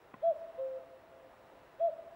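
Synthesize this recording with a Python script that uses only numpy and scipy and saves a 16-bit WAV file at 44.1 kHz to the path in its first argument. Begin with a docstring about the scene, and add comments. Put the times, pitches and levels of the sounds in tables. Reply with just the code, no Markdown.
"""A soft knock sounds close by, then a cuckoo calls in a leafless birch wood:
an arched "cuck", a lower, level "oo", then another "cuck". Each note is a nearly pure hoot,
and the tree trunks send it back as distinct echoes and a long, scattered tail.
Faint wind hisses in the bare treetops, and electronics add a very thin whine."""
import sys
import numpy as np
from scipy import signal
from scipy.fft import rfft
from scipy.io import wavfile
from scipy.ndimage import uniform_filter1d

SR = 44100
rng = np.random.default_rng(int(sys.argv[2]) if len(sys.argv) > 2 else 0)


def persist_wave(psi):
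    """Save psi, clipped to +-1, as 16-bit WAV."""
    counts = np.round(np.clip(psi, -1, 1) * 32767).astype(np.int16)
    wavfile.write(sys.argv[1], SR, np.atleast_2d(counts).T)


N = 94815
TIME = np.arange(N) / SR

# The shapes of the two notes. Each row: seconds into the note, pitch in Hz, level in dB.
CUCK_SHAPE = [(-.008, 500, -36), (0, 520, -27), (.006, 560, -17), (.011, 620, -9.5), (.02, 662, -4),
              (.032, 663, -2.3), (.046, 672, -1.2), (.062, 675, -.5), (.074, 671, -1.5), (.087, 643, -2.5),
              (.097, 600, -7), (.108, 555, -15), (.118, 510, -33)]
OO_SHAPE = [(0, 489.8, -32.5), (.012, 519.8, -8), (.024, 531.2, -1.5), (.055, 529.6, -1.5),
            (.09, 526.7, -3.5), (.128, 526.3, -6.5), (.17, 524, -4), (.198, 524.6, -4), (.214, 520.4, -9.5),
            (.226, 490, -26.5)]
# Each row is one "cuck": start in seconds, level in dB, pitch shift in Hz, overtone boost in dB.
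CUCK_NOTES = [(.222, -23, 1.1, -0.5), (1.794, -24, 5, -2.5)]

def cuckoo():
    """The bird sings two arched notes with a lower one between them."""
    cucks = sum(hoot(CUCK_SHAPE, *note) for note in CUCK_NOTES)
    return cucks + hoot(OO_SHAPE, start=.573, db=-32, shift_hz=0, boost_db=7)


# How much the throat lets out of each overtone (a whole multiple of the pitch).
# Each row: frequency in Hz, level in dB against the main tone, before any boost.
THROAT_OVERTONES = [(1000, -41), (1330, -44.5), (2000, -58.5), (2800, -63.5), (3150, -59), (3380, -47.5),
                    (3650, -60.5), (4100, -61.5), (4800, -73)]
RASP_DB, RASP_FADE_S = 15.5, 0.02  # extra overtones as a note starts
OVERTONE_SWING = .45  # share of the note's swell in dB that the overtones follow

def hoot(shape, start, db, shift_hz, boost_db):
    """One note: a gliding pure tone with faint overtones from the throat, raspy at first."""
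    seconds, hz, level_db = np.transpose(shape)
    age = TIME - start
    pitch = uniform_filter1d(np.interp(age, seconds, hz), size=260) + shift_hz
    swell = from_db(np.interp(age, seconds, level_db))
    singing = uniform_filter1d(1.0 * (age > seconds[0]) * (age < seconds[-1]), size=160)
    waver = 1 + 0.00061 * drift(rate_hz=150)
    phase = 2 * np.pi * np.cumsum(pitch * waver) / SR
    rasp_db = boost_db + RASP_DB * np.exp(-np.maximum(age, 0) / RASP_FADE_S)
    overtones = 0
    for k in range(2, 8):
        throat_db = np.interp(k * pitch, *np.transpose(THROAT_OVERTONES))
        overtones += from_db(rasp_db + throat_db) * np.sin(k * phase)
    return from_db(db) * singing * (swell * np.sin(phase) + swell ** OVERTONE_SWING * overtones)


# Echoes from groups of trees. Each row: delay in seconds, level in dB against the call.
TREE_ECHOES = [(0.0299, -17.5), (0.0479, -25.5), (0.0544, -16), (0.0681, -22), (0.0802, -24.5),
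               (0.094, -25.5), (0.1062, -20), (0.1183, -33), (0.1278, -32.5), (0.1394, -21),
               (0.1781, -28.5), (0.1935, -24), (0.2104, -28), (0.288, -30), (0.3893, -30.5), (0.4546, -36),
               (0.5189, -27.5), (0.5985, -36)]

def wood_echoes(call):
    """The trees return the call as distinct echoes and a tail from near and far trunks."""
    echoes = sum(from_db(db) * np.interp(TIME - delay, TIME, call, left=0) for delay, db in TREE_ECHOES)
    near = from_db(-27.5) * trunk_scatter(fade_s=1)
    far = from_db(-22) * trunk_scatter(fade_s=3.8)
    return echoes + signal.fftconvolve(call, near + far)[:N]


def trunk_scatter(fade_s, build_s=0.31, top_hz=2500):
    """Countless tiny reflections build up and die away; scaled to a gain of 1 at the bird's pitch."""
    fade = np.exp(-np.log(1000) * TIME / fade_s)  # falls 60 dB in fade_s
    reflections = rng.standard_normal(N) * fade * (1 - np.exp(-TIME / build_s))
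    reflections = signal.sosfilt(signal.butter(1, top_hz, fs=SR, output="sos"), reflections)
    hz = np.arange(N // 2 + 1) * SR / N
    bird_range = (hz > 510) & (hz < 690)
    return reflections / np.sqrt(np.mean(np.abs(rfft(reflections)[bird_range]) ** 2))


# The touches that make up the knock. Each row: start in seconds, strength in dB.
KNOCK_TOUCHES = [(0.1383, -44.5), (0.141, -35), (.146, -53)]
# The tones of the knocked object. Each row: pitch in Hz, level in dB, seconds to fade by 60 dB.
KNOCK_TONES = [(225, -2.5, 0.022), (480, -8.5, 0.015), (780, -14, 0.02), (1039, -10.5, .05),
               (1480, -13, .018), (1950, -15, 0.028), (2600, -17, .014), (3270, -20, .014)]
# Low bumps after the knock. Each row: start in seconds, strength in dB, pitch in Hz.
DULL_BUMPS = [(.168, -58, 130), (0.276, -56.5, 168)]

def knock():
    """A light touch, a firm one and a bounce ring a small object briefly; two dull bumps follow."""
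    touches = band(sum(click(start, db) for start, db in KNOCK_TOUCHES), low_hz=140, high_hz=2940)
    tones = sum((-1) ** (k // 2) * from_db(db) * ring(touches, hz, fade_s)  # every other pair is flipped
                for k, (hz, db, fade_s) in enumerate(KNOCK_TONES))
    bumps = sum(ring(band(click(start, db), hz / 2, hz * 2), hz, fade_s=0.1)
                for start, db, hz in DULL_BUMPS)
    return tones + bumps


# The tone colour of wind plus microphone hiss. Each row: frequency in Hz, relative level in dB.
WIND_COLOUR = [(22, -11), (50, -4.5), (100, -2.5), (200, -5.5), (350, 0), (600, 2), (1000, -1.5),
               (1500, -7), (2000, -10.5), (3200, -19), (5000, -28), (7000, -31), (10000, -32.5),
               (15500, -36)]
WIND_DB, GUST_DB, FLUTTER_DB = -60, .5, 0.5

def wind():
    """Far treetops hiss: bands of noise swell slightly together, and each flutters on its own."""
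    edges_hz = 22 * 2 ** np.arange(0, 10.1, .5)  # half an octave apart
    hz, db = np.transpose(WIND_COLOUR)
    noise = rng.standard_normal((2, N))
    gust_db = GUST_DB * drift(rate_hz=0.96)
    hiss = 0
    for k, (low, high) in enumerate(zip(edges_hz, edges_hz[1:])):
        level_db = np.interp(np.log(low * high) / 2, np.log(hz), db)  # at the middle of the band
        flutter_db = FLUTTER_DB * drift(rate_hz=17)
        hiss += from_db(level_db + gust_db + flutter_db) * band(noise[k % 2], low, high)
    return from_db(WIND_DB) * rms_one(hiss)


# The tones of the whine. Each row: pitch in Hz, average (rms) level in dB.
WHINE_TONES = [(7500, -101), (15694, -87)]

def whine():
    """The electronics give off thin, steady tones."""
    return sum(from_db(db) * np.sqrt(2) * np.sin(2 * np.pi * hz * TIME) for hz, db in WHINE_TONES)


def from_db(db):
    """Turn decibels into a number to multiply by."""
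    return 10 ** (np.asarray(db) / 20)


def rms_one(x):
    """Scale a signal to an average (rms) size of 1."""
    return x / np.sqrt(np.mean(x ** 2) + 1e-20)


def band(x, low_hz, high_hz):
    """Keep the sound between two frequencies."""
    edges_hz = [low_hz, min(high_hz, SR / 2 - 100)]
    return signal.sosfilt(signal.butter(2, edges_hz, "band", fs=SR, output="sos"), x)


def drift(rate_hz):
    """A smooth random wobble of about size 1; a higher rate wobbles faster."""
    memory = np.exp(-80 * np.pi * rate_hz / SR)
    noise = rng.standard_normal(N // 40 + 2002)  # one value per 40 samples, plus a run-up
    smooth = signal.lfilter([1], [1, -2 * memory, memory * memory], noise)[2000:]
    return np.interp(np.arange(N) / 40, np.arange(len(smooth)), rms_one(smooth))


def click(start, db):
    """A click one sample long."""
    return from_db(db) * (np.arange(N) == int(start * SR))


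def ring(clicks, hz, fade_s):
    """Each click starts a pure tone that fades by 60 dB in fade_s seconds."""
    decay = np.exp(-np.log(1000) / (fade_s * SR))
    angle = 2 * np.pi * hz / SR
    return signal.lfilter([0, np.sin(angle)], [1, -2 * decay * np.cos(angle), decay ** 2], clicks + 1e-18)


def scene():
    """The bird, its echoes and the quiet sounds around it, in one channel."""
    call = cuckoo()
    return (call + wood_echoes(call) + wind() + knock() + whine())[None]


def record(dry):
    """Cut away the very highest treble steeply."""
    cutoff_hz = 15850
    return signal.sosfilt(signal.ellip(12, .1, 80, cutoff_hz, fs=SR, output="sos"), dry)


dry = scene()
out = record(dry)
persist_wave(out)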